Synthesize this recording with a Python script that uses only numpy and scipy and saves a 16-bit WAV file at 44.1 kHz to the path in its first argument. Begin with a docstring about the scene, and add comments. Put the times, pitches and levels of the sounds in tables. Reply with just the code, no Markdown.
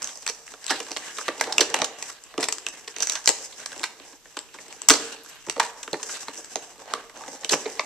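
"""Sharp cracks of glue and creases run throughout, over rubbing hands that pry open a thin cardboard box in a carpeted room.
Each crack is a ragged noise burst that rings the hollow box, its panels and a crisp papery edge.
Fingers rub over the glossy card as flickering, ticking noise through the same bodies; bracelet links ring on two high modes.
A short tail of decaying noise bands answers, over shaped house noise and a faint hum.
Two microphone ports colour the treble, the preamps hiss, and peaks beyond full scale clip."""
import sys
import numpy as np
from scipy import signal
from scipy.fft import rfft, irfft, next_fast_len
from scipy.io import wavfile
from scipy.ndimage import uniform_filter1d

SR = 44100
rng = np.random.default_rng(int(sys.argv[2]) if len(sys.argv) > 2 else 0)


def store_pcm(level_fs):
    """Save levels as 16-bit WAV."""
    pcm = np.round(np.clip(level_fs, -1, 1) * 32767).astype(np.int16)
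    wavfile.write(sys.argv[1], SR, np.atleast_2d(pcm).T)


def invert_db(x):
    """Field ratio 10**(x/20) for x, a level in decibels (scalar or array-like)."""
    u = np.asarray(x, float) / 20
    return 10 ** u


N = 346185

# Clear cracks of glue, creases and knocks; levels are peaks ahead of the ports:
# [start_s, length_ms, panel_db, boom_db, sizzle_db, pitch_hz]
CRACKS = [(0.02,4,-26,-58,-21.5,6200),(0.0266,2.3,-35,-49,-19.5,3000),(0.0436,1,-22.5,-62,-15.5,6300),(0.0728,2.7,-28,-55,-24,5790),(0.0892,10,-32,-59,-33,2940),
          (.1561,1.5,-50,-50,-30,5150),(0.1727,2.7,-45,-47,-32,6090),(0.228,4.7,-38,-49,-38,6980),(0.2638,6,-20,-40,-19,7740),(0.2764,2,-16.5,-49,-15,5600),(0.2861,14.5,-25.5,-37,-22,5550),(0.2968,3.3,-25,-32,-20,5600),
          (0.478,1.7,-33,-68,-32.5,1860),(0.538,4.1,-33.5,-39,-38,1260),(0.6425,1.5,-33,-42,-29,7320),(.665,2.4,-26.5,-47,-21,7760),(0.6771,13,-25.5,-57,-26,3880),
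          (0.6928,30,-17,-57,-19,6100),(0.7025,15.5,-13,-19,-13.5,1660),(0.7186,12,-24,-44,-30,1800),(0.8009,5.3,-24.5,-30,-22.5,2830),(0.865,4.3,-34,-45,-32,7670),
          (0.9073,3.8,-35,-32,-30,5710),(0.915,3.8,-26,-33,-22,5800),(0.927,6,-31,-50,-34,5800),(.9633,4.5,-19,-30,-47,900),(.969,2.9,-20,-57,-17.5,2820),
          (1.1724,4.2,-29,-50,-29,6440),(1.1826,8.2,-21,-34.5,-22.5,1230),(1.2116,3.2,-25,-38,-26.5,1310),(1.281,4.4,-15,-23,-18.5,1220),(1.2868,2.2,-18,-22.5,-43,1740),
          (1.3943,11,-28,-39,-34,4840),(1.4104,2.9,-8.5,-23.5,-7.5,1660),(1.438,5.2,-22.5,-44,-25,7300),(1.4683,10,-28.5,-25,-35,1400),(1.5238,3.9,-17.5,-49,-17,5200),
          (1.5811,2.8,-4,-24,-6,2550),(1.5945,5,-24,-18,-34,5470),(1.6062,7.4,-6.5,-13,-4.5,5800),(1.7,4.3,-29,-33,-25,6330),(1.741,3.7,-10.5,-16.5,-9,1530),
          (1.763,6.8,-23.5,-30,-24,3630),(1.7888,2,-25,-48,-19.5,895),(1.8176,3.2,-18.5,-13,-21.5,1240),(1.8434,4.2,-17,-45,-14,6830),(2.0245,3.7,-24,-38.5,-20,7400),
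          (2.0953,9,-36,-40,-63,1220),(2.2381,1.3,-55,-73,-29.5,8000),(2.34,1.7,-37,-39,-49,1610),(2.3782,3.7,-20,-14.5,-25,1200),(2.4051,9.9,-27,-30,-21.5,7750),
          (2.428,5.9,-15.5,-30.5,-14,5170),(2.4397,3.7,-19,-55,-16,3770),(2.4847,5,-17.5,-35,-13,7940),(2.5241,3.7,-21,-43,-13,7000),(2.583,1.9,-30,-54,-24,4960),
          (2.665,3.1,-16.5,-35.5,-16,2770),(2.686,1.7,-32,-43,-22,5900),(2.876,8.2,-27,-37,-28,7400),(2.963,3.9,-27,-39,-24,6140),(2.9844,1.3,-30,-38,-22,6160),
          (3.0034,4.3,-23.5,-34,-18.5,5960),(3.0223,10,-22.5,-36,-14,6070),(3.0487,2.7,-44,-51,-37,6220),(3.0706,2.2,-25,-42,-14,6040),(3.087,3.3,-35,-48,-28,6120),(3.096,4.6,-17,-41,-10,5860),
          (3.1188,7.4,-29,-51,-20,5800),(3.132,6.4,-32,-45,-26,6060),(3.1532,7,-19.5,-45,-19.5,6150),(3.1684,8.2,-39,-50,-30,6090),(3.259,.73,-26,-60,-9.5,5730),
          (3.275,3.1,-3,-26.5,-0.5,6400),(3.2814,2.8,-27,-45,-12,8000),(3.2906,1.87,-10,-18.5,-2,7450),(3.2967,8.7,-24,-36,-18,3830),(3.525,9.6,-35.5,-50,-39,3900),
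          (3.601,1.9,-40,-67,-33,6050),(3.659,2.6,-24.5,-61,-18,8000),(3.718,3.4,-30,-48,-30,6300),(3.728,3,-30.5,-49,-28.5,1550),(3.7617,2.9,-36,-38,-33,6400),
          (3.7943,2,-31,-49,-28,7900),(3.8324,2.8,-20,-37,-20,7060),(3.838,7.1,-14.5,-54,-14.5,7000),(3.998,4.3,-37.5,-41.5,-45,2630),(4.128,8.9,-42.5,-45,-66,900),
          (4.2554,4.6,-39,-43.5,-52,1970),(4.3676,6.3,-23.5,-29.5,-26,920),(4.3897,2,-24.5,-63,-22,7550),(4.5406,14.5,-36,-43,-35.5,910),(4.5868,4.5,-31,-42,-41,2010),
          (4.6821,2.7,-42,-43,-33.5,8000),(4.726,1.5,-32,-65,-28,7200),(4.8177,1.5,-29.5,-50,-22.5,7850),(4.8863,3.3,-7.5,-39,5,7950),(4.8965,7.2,-5.5,-21,-3,7450),
          (4.9035,2.4,1,-13,2,6300),(4.9091,5,-10,-16,-7.5,6050),(4.9141,16,-19,-24,-15,1040),(4.9356,5.5,-13.5,-21.5,-13,5970),(4.9517,11,-22,-27,-21,5580),
          (5.2924,2.2,-48,-62,-36,7760),(5.469,8.3,-45,-31,-43,1130),(5.4845,4.2,-31,-26,-33,895),(5.4973,3.2,-15.5,-38,-13.5,5570),(5.563,6.1,-39,-25.5,-53,895),
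          (5.5788,2.05,-37,-23,-34,900),(5.5968,7.5,-7,-26,-11.5,790),(5.6254,18,-29,-31.5,-24,1840),(5.646,12.7,-29,-38,-27,7600),(5.83,4.9,-31,-69,-26.5,7710),(5.8765,3.5,-25,-33.5,-33,1270),
          (5.9305,2.1,-18,-16,-17.5,4370),(5.9414,3.5,-21,-24.5,-42,1680),(5.996,10,-33,-53,-47,940),(6.029,6.5,-27,-57,-20,6700),(6.0903,21,-28.5,-46,-31,1400),
          (6.1686,5.9,-31.5,-57,-28,1192),(6.2296,2.7,-33,-62,-37,1360),(6.2822,4.9,-24.5,-29.5,-29,820),(6.374,11,-54,-41,-32,6060),(6.385,8.1,-58,-35.5,-50,900),(6.445,3.6,-40,-72,-29,7600),(6.5569,2,-17,-20.5,-15,6300),
          (6.7999,3,-47,-56,-40,1595),(6.9363,2.63,-13.5,-21.5,-15,1160),(7.0958,3.7,-37,-50,-37,1890),(7.208,4,-34,-38,-35,1240),(7.236,3.5,-31,-51,-39,1120),
          (7.433,3,-33,-46,-45,1730),(7.4459,2.6,-18.5,-34.5,-17,3450),(7.4922,7.3,-15.5,-37,-13,4020),(7.517,8,-34,-18,-17.5,6670),(7.5312,6.7,-13,-17,-32,1860),
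          (7.538,4.8,-23,-33,-18,5940),(7.655,10.6,-28.5,-19,-44,2280),(7.7942,4.4,-11.5,-25,-32,1120)]
# Hands sliding on the card, base levels: [time_s, panel_db, boom_db, sizzle_db]
RUB = [(0.0, -49, -55.5, -42), (0.55, -58, -66, -53), (0.68, -48, -66, -45.5), (0.81, -47, -53, -43.5),
       (1.2, -45.5, -57, -40.5), (1.49, -53, -45, -47.5), (1.66, -45, -48, -40.5), (1.81, -42, -40.5, -68),
       (1.99, -50, -55.5, -47), (2.12, -47, -74, -44), (2.36, -66, -62, -60.5), (2.56, -53, -58, -49),
       (2.78, -57.5, -58, -51), (3.0, -42, -56.5, -42), (3.19, -45.5, -73, -43), (3.41, -50.5, -58, -42.5),
       (3.71, -54, -56, -47.5), (3.91, -56.5, -55, -54), (4.11, -60, -61, -53.5), (4.3, -62, -70, -58.5),
       (5.01, -47.5, -45.5, -44), (5.27, -50, -60, -46), (5.49, -51.5, -68, -49), (5.66, -50.5, -65, -52),
       (5.88, -56, -55, -47.5), (6.19, -50.5, -57.5, -43), (6.41, -49.5, -58, -46),
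       (6.69, -50.5, -51.5, -45.5), (6.97, -51.5, -48.5, -52), (7.48, -54.5, -50, -41),
       (7.67, -52, -53, -43), (7.85, -48, -49, -43.5)]
# Quick swipes past an edge (gain up) and short rests (mostly gain down): [start_s, end_s, gain_db]
SWIPES = [(.005, 0.104, 2.5), (0.208, .27, 1.5), (0.461, 0.527, 5.5), (0.737, 0.798, 8),
          (0.987, 1.088, 2.5), (1.218, 1.28, 3.5), (1.398, 1.469, 6.5), (1.637, 1.7, 3), (1.876, 1.96, -5),
          (1.984, 2.106, 7.5), (2.264, 2.347, 4), (2.398, 2.459, 19), (2.725, 2.804, 5.5),
          (2.964, 3.044, 4.5), (3.347, 3.454, 4), (3.722, 3.873, 6), (4.012, 4.133, 4.5),
          (4.17, 4.247, -16), (4.245, 4.29, 9.5), (4.29, 4.376, 8), (4.452, 4.51, -1), (4.525, 4.621, 5),
          (4.98, 5.131, 5), (5.366, 5.442, -3), (5.454, 5.532, 3.5), (5.616, 5.714, 9), (6.059, 6.167, 8.5),
          (6.203, 6.242, 5), (6.33, 6.411, 5), (6.728, 6.793, -7), (7.014, 7.14, -6), (7.158, 7.316, 2.5),
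          (7.36, 7.424, -3), (7.506, 7.55, 19), (7.717, 7.778, 2.5)]
# The grip decides which walls are free to ring: [time_s, favoured_tone_hz]
GRIP = [(0, 700), (.3, 460), (.55, 584), (.8, 430), (1.0, 600), (1.2, 490), (2.1, 543), (2.38, 513),
        (2.7, 443), (3.15, 580), (3.9, 417), (4.15, 564), (4.35, 370), (4.7, 457), (5.45, 314), (5.6, 675),
        (5.95, 417), (6.2, 604), (6.4, 318), (7.1, 595), (7.6, 428), (7.85, 610)]
# Resonances of the hollow box: [pitch_hz, width_hz, level_db]
BOX_MODES = [(142, 16, -18.5), (232, 82, -12), (290.5, 28.3, -1.5), (362, 61, -3.5), (452.4, 36.4, 1.5),
             (544.5, 102, -3), (716, 304, 1), (786, 121, 3)]
# Resonances of the flat panels: [pitch_hz, width_hz, level_db]
PANEL_MODES = [(1087, 365, -1), (1634, 232, 3.5), (1976, 760, 0), (2785, 570, 3.5), (4040, 1620, -1)]
# Tone of the crisp card edge: [pitch_hz, gain_db]
SIZZLE = [(3500, -40), (4800, -1), (6500, -3.5), (8000, -4), (9500, -4.5), (13800, -4.5), (17500, -1)]
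# Bracelet links touching: [start_s, lower_mode_db, upper_mode_db]
LINKS = [(5.0145, -50, -36), (5.235, -32, -38), (5.2814, -42, -48), (5.2924, -33, -36), (5.3507, -41, -37)]
# Ring of a metal link: [pitch_hz, t60_s]
LINK_MODES = [(11320, 0.04), (13560, 0.045)]
# Decay of the room: [pitch_hz, t60_s]
ROOM_T60 = [(150, 0.35), (400, 1), (1000, 0.63), (2800, 0.43), (7000, 0.57), (14000, 0.33)]
# Likeness of left and right, 1 = same, -1 = opposite: [pitch_hz, correlation]
ALIKE = [(30, -0.89), (60, -0.93), (130, 0.74), (300, 0.95), (700, 0.92), (1400, 0.8), (3000, 0.24),
         (6500, 0.17)]
# Relative tone of the house noise: [pitch_hz, gain_db]
QUIET_TONE = [(20, -9), (35, 11.5), (60, -3), (90, -27), (170, -9.5), (450, -12.5), (1100, -13),
              (3000, -10.5), (8000, -18.5), (14000, -30)]
# Mains hum: [pitch_hz, rms_db]
HUM = [(120, -81)]
# Cavities of the microphone ports, left then right: [peak_hz, width_hz, tilt_db_per_octave above the peak]
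PORTS = [(7590, 1000, 1.5), (6170, 990, -8)]
# Steep upper end of the treble: [pitch_hz, gain_db]
TOP_EDGE = [(14100, 0), (14350, -22), (16500, -30)]

# Softer, longer settling after each clear crack: delay past its length, added levels, added length
SETTLE_LATE_MS, SETTLE_DB, SETTLE_BOOM_DB, SETTLE_MS = 6, -19, -11, 7.1
# Small crackle at random moments: count, least lift over the rub, random extra lift,
# independent spread of each level, median length
CRACKLE_COUNT = 110
CRACKLE_OVER_RUB_DB, CRACKLE_SPREAD_DB, CRACKLE_COLOUR_DB, CRACKLE_MS = 4, 6, 2.5, 3
QUIET_DB = -57.5  # rms ahead of the ports
HISS_DB, HISS_FROM_HZ = -64.5, 5300  # preamp rms, knee of its rise


def cracks(rise=0.16, fall=0.6, ragged_db=3, pitch_db=4.0, ring_db=9, ring_q=9, spot_db=2.37, size=3072):
    """Each crack is a ragged burst of breaking fibres; it rings the box, the panels and the crisp edge."""
    s, ms, panel, boom, sizzle, pitch = breaks()[:, :, None, None]
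    t = np.arange(size) / SR / (ms / 1000)  # time in crack lengths, as are rise and fall
    noise = rng.standard_normal((len(s), 3, size))
    # fibres part in bundles of 32 samples, so the burst stutters
    bundles = invert_db(ragged_db * np.repeat(noise[:, 2:, ::32], 32, axis=-1))
    envelope = (1 - np.exp(-t / rise)) * np.exp(-t / fall)
    burst = pair(noise[:, :2] * bundles * envelope, near=0.7)
    # every spot on the card drives the modes in its own proportions
    spot = spot_db * rng.standard_normal((len(s), len(BOX_MODES) + len(PANEL_MODES))).T[:, :, None, None]
    walls = [(f, w, db + free(f, s) + d) for (f, w, db), d in zip(BOX_MODES, spot)]
    flaps = [(f, w, db + d) for (f, w, db), d in zip(PANEL_MODES, spot[len(BOX_MODES):])]

    def panel_tone(hz):
        own_pitch = 0.5 + modes([(pitch, pitch / 3.5, pitch_db)], hz)
        return modes(flaps, hz) * own_pitch * soft(hz)

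    def edge_tone(hz):
        ring = 1.5 + modes([(pitch, pitch / ring_q, ring_db)], hz)
        return crisp(hz) * ring

    sound = invert_db(panel) * peak(shaped(burst, panel_tone))
    sound = sound + invert_db(boom) * peak(shaped(burst, lambda hz: modes(walls, hz)))
    sound = sound + invert_db(sizzle) * peak(shaped(burst, edge_tone))
    out = np.zeros((2, N + 2 * size))
    for start, piece in zip((s.ravel() * SR).astype(int), sound):
        out[:, start:start + size] += piece
    return out[:, :N]


def breaks():
    """All cracks, in the columns of CRACKS: the clear ones, their settling, and crackle louder where hands work harder."""
    s, ms, panel, boom, sizzle, pitch = clear = np.transpose(CRACKS)
    later = s + (ms + SETTLE_LATE_MS) / 1000
    settle = [later, ms + SETTLE_MS, panel + SETTLE_DB, boom + SETTLE_BOOM_DB, sizzle + SETTLE_DB, pitch]
    even = rng.random((CRACKLE_COUNT, 3)).T
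    odd = rng.standard_normal((CRACKLE_COUNT, 4)).T
    when = even[0] * N / SR
    size_db = CRACKLE_OVER_RUB_DB + CRACKLE_SPREAD_DB * even[1]
    levels = [c + size_db + CRACKLE_COLOUR_DB * d for c, d in zip(rubbing(when), odd)]
    lengths = CRACKLE_MS * invert_db(4.4 * odd[-1])
    pitches = 900 * 9.5 ** even[2]  # 900 to 8550 Hz
    crackle = [when, lengths, *levels, pitches]
    return np.concatenate([clear, settle, crackle], axis=1)


def rub(ticks_per_s=400., spread_db=3.5, tick_db=-5.5, tick_s=0.0023, flicker_db=1.43, shift_db=2.34):
    """Skin and card stick and slip: a flickering hiss with small ticks, through the same three bodies."""
    time = np.arange(N) / SR
    panel, boom, sizzle = (invert_db(c + 0.81 * walk(30)) for c in rubbing(time))
    tick_sizes = invert_db(spread_db * np.minimum(rng.exponential(size=N), 3))
    ticks = (rng.random(N) < ticks_per_s / SR) * tick_sizes
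    grip = signal.lfilter([1], [1, -np.exp(-1 / (tick_s * SR))], ticks)
    strength = invert_db(flicker_db * walk(40)) + invert_db(tick_db) * unit(grip)
    push = pair(rng.standard_normal((2, N)) * strength, near=0.075)
    # each mode comes and goes as the fingers move
    walls, flaps = 0, 0
    for mode in BOX_MODES:
        drift = invert_db(free(mode[0], time) + shift_db * walk(17))
        walls = walls + drift * shaped(push, lambda hz: modes([mode], hz))
    for mode in PANEL_MODES:
        drift = invert_db(shift_db * walk(15))
        flaps = flaps + drift * shaped(push, lambda hz: modes([mode], hz) * soft(hz))
    return panel * unit(flaps) + boom * unit(walls) + sizzle * unit(shaped(push, crisp))


def rubbing(s, edge_s=0.002):
    """Panel, boom and sizzle dB of the sliding hands at time s; swipes and rests have sudden ends."""
    at, *columns = np.transpose(RUB)
    swipe_db = sum(db * np.clip(np.minimum(s - a, b - s) / edge_s, 0, 1) for a, b, db in SWIPES)
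    return [np.interp(s, at, c) + swipe_db for c in columns]


def free(hz, s, below_db=4.5, above_db=9):
    """The grip at time s damps a box mode by so many dB per octave below or above the favoured tone."""
    octaves = np.log2(hz / np.interp(s, *np.transpose(GRIP)))
    return np.where(octaves > 0, -above_db * octaves, below_db * octaves)


def soft(hz):
    """Card swallows the top of the panel ring."""
    return 1 / (1 + 1j * hz / 5000) ** 2


def crisp(hz):
    """The papery top of the card, falling 30 dB per octave below 3500 Hz."""
    return invert_db(table(SIZZLE, hz) - 30 * np.log2(np.maximum(3500 / (hz + 1), 1)))


def bracelet():
    """Tiny metal links tick and ring on two short high modes."""
    out = np.zeros(N)
    for s, *levels in LINKS:
        t = np.maximum(np.arange(N) / SR - s, 0)
        for db, (hz, t60) in zip(levels, LINK_MODES):
            out = out + invert_db(db - 60 * t / t60) * np.sin(2 * np.pi * hz * t)
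    return out


def room(x, gap_s=0.0012, build_s=0.0054, early_db=6, early_s=0.02, size=28000):
    """Octave bands of echoes that start after the first wall and die at their own rate; near walls are stronger."""
    t = np.arange(size) / SR
    noise, tail = pair(rng.standard_normal((2, size))), 0
    for centre in 125 * 2 ** np.arange(8):
        band = shaped(noise, lambda hz: np.cos(np.pi / 2 * np.clip(np.log2((hz + 1) / centre), -1, 1)) ** 2)
        tail = tail + band * invert_db(-60 * t / table(ROOM_T60, centre))
    tail = tail * np.clip((t - gap_s) / build_s, 0, 1) * (1 + invert_db(early_db) * np.exp(-t / early_s))
    tail = tail / np.sqrt(np.sum(tail ** 2) / 2)
    return signal.fftconvolve(x.mean(axis=0, keepdims=True), tail, axes=1)[:, :N]


def quiet():
    """Soft hiss and rumble of the house as shaped noise, with a mains hum as a sine."""
    air = unit(shaped(pair(rng.standard_normal((2, N))), lambda hz: invert_db(table(QUIET_TONE, hz))))
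    hum = sum(invert_db(db) * np.sqrt(2) * np.sin(2 * np.pi * hz * np.arange(N) / SR) for hz, db in HUM)
    return invert_db(QUIET_DB) * air + hum


def table(points, hz):
    """Straight lines on a log-frequency axis."""
    f, v = np.transpose(points)
    return np.interp(np.log(hz + 1), np.log(f), v)


def modes(rows, hz):
    """Complex response of damped resonances, neighbours in opposite sign."""
    return sum((-1) ** k * invert_db(db) * 1j * w * hz / (f ** 2 - hz ** 2 + 1j * w * hz)
               for k, (f, w, db) in enumerate(rows))


def freqs(size):
    """Bin frequencies of a real transform."""
    return np.arange(size // 2 + 1) * SR / size


def shaped(x, gain):
    """Filter the last axis by a function of frequency."""
    size = 2 * next_fast_len(x.shape[-1] // 2 + 1024, True)  # spare room for the ring
    return irfft(rfft(x, size) * gain(freqs(size)), size)[..., :x.shape[-1]]


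def pair(noise, near=0.):
    """Left and right from two noises, as alike as ALIKE says; near pulls them towards the same signal."""
    alike = lambda hz: np.clip(near + (1 - near) * table(ALIKE, hz), -1, 1)
    mid = shaped(noise[..., 0, :], lambda hz: np.sqrt((1 + alike(hz)) / 2))
    side = shaped(noise[..., 1, :], lambda hz: np.sqrt((1 - alike(hz)) / 2))
    return np.stack([mid + side, mid - side], axis=-2)


def unit(x):
    """Scale to rms 1."""
    return x / np.sqrt(np.mean(x ** 2))


def peak(x):
    """Scale each stereo piece so that its loudest millisecond swings to about 1."""
    power = uniform_filter1d(np.mean(x ** 2, axis=-2), size=44)
    return x / np.sqrt(2 * power.max(axis=-1))[:, None, None]


def walk(rate):
    """Random levels, rms about 1.9, gliding to a new value every 1 / rate s."""
    k = int(SR / rate)
    return 2.38 * uniform_filter1d(np.repeat(rng.standard_normal(N // k + 1), k), k)[:N]


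def scene():
    """The box and the bracelet close by, their echo, the still house."""
    box = cracks() + rub() + bracelet()
    return box + invert_db(-9.5) * room(box) + quiet()


def ports(hz):
    """Each microphone sits behind a small cavity: a peak, then a steep fall; a shelf holds the treble down."""
    cavities = []
    for f, w, db in PORTS:
        resonance = f ** 2 / (f ** 2 - hz ** 2 + 1j * w * hz)
        tilt = invert_db(db * np.log2(np.maximum(hz / f, 1)))
        cavities.append(resonance * tilt)
    shelf = (1 + 1j * hz / 9000) / (1 + 1j * hz / 3000)
    return np.array(cavities) * shelf * invert_db(table(TOP_EDGE, hz))


def band_limit(x):
    """A steep low-pass at the top of the band."""
    return signal.sosfilt(signal.butter(12, 15100, fs=SR, output="sos"), x)


def record(dry):
    """The ports colour the treble, the right is a little louder, the preamps hiss and overloads clip."""
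    heard = shaped(dry, ports) * invert_db(np.array([[-.8], [.8]]))  # left, right dB
    # the hiss rises with pitch and meets the top edge twice
    hiss = shaped(rng.standard_normal(dry.shape),
                  lambda hz: invert_db(2 * table(TOP_EDGE, hz)) * hz / (hz + HISS_FROM_HZ))
    mix = np.clip(heard + invert_db(HISS_DB) * unit(hiss), -1, 1)
    return band_limit(mix)


dry = scene()
out = record(dry)
store_pcm(out)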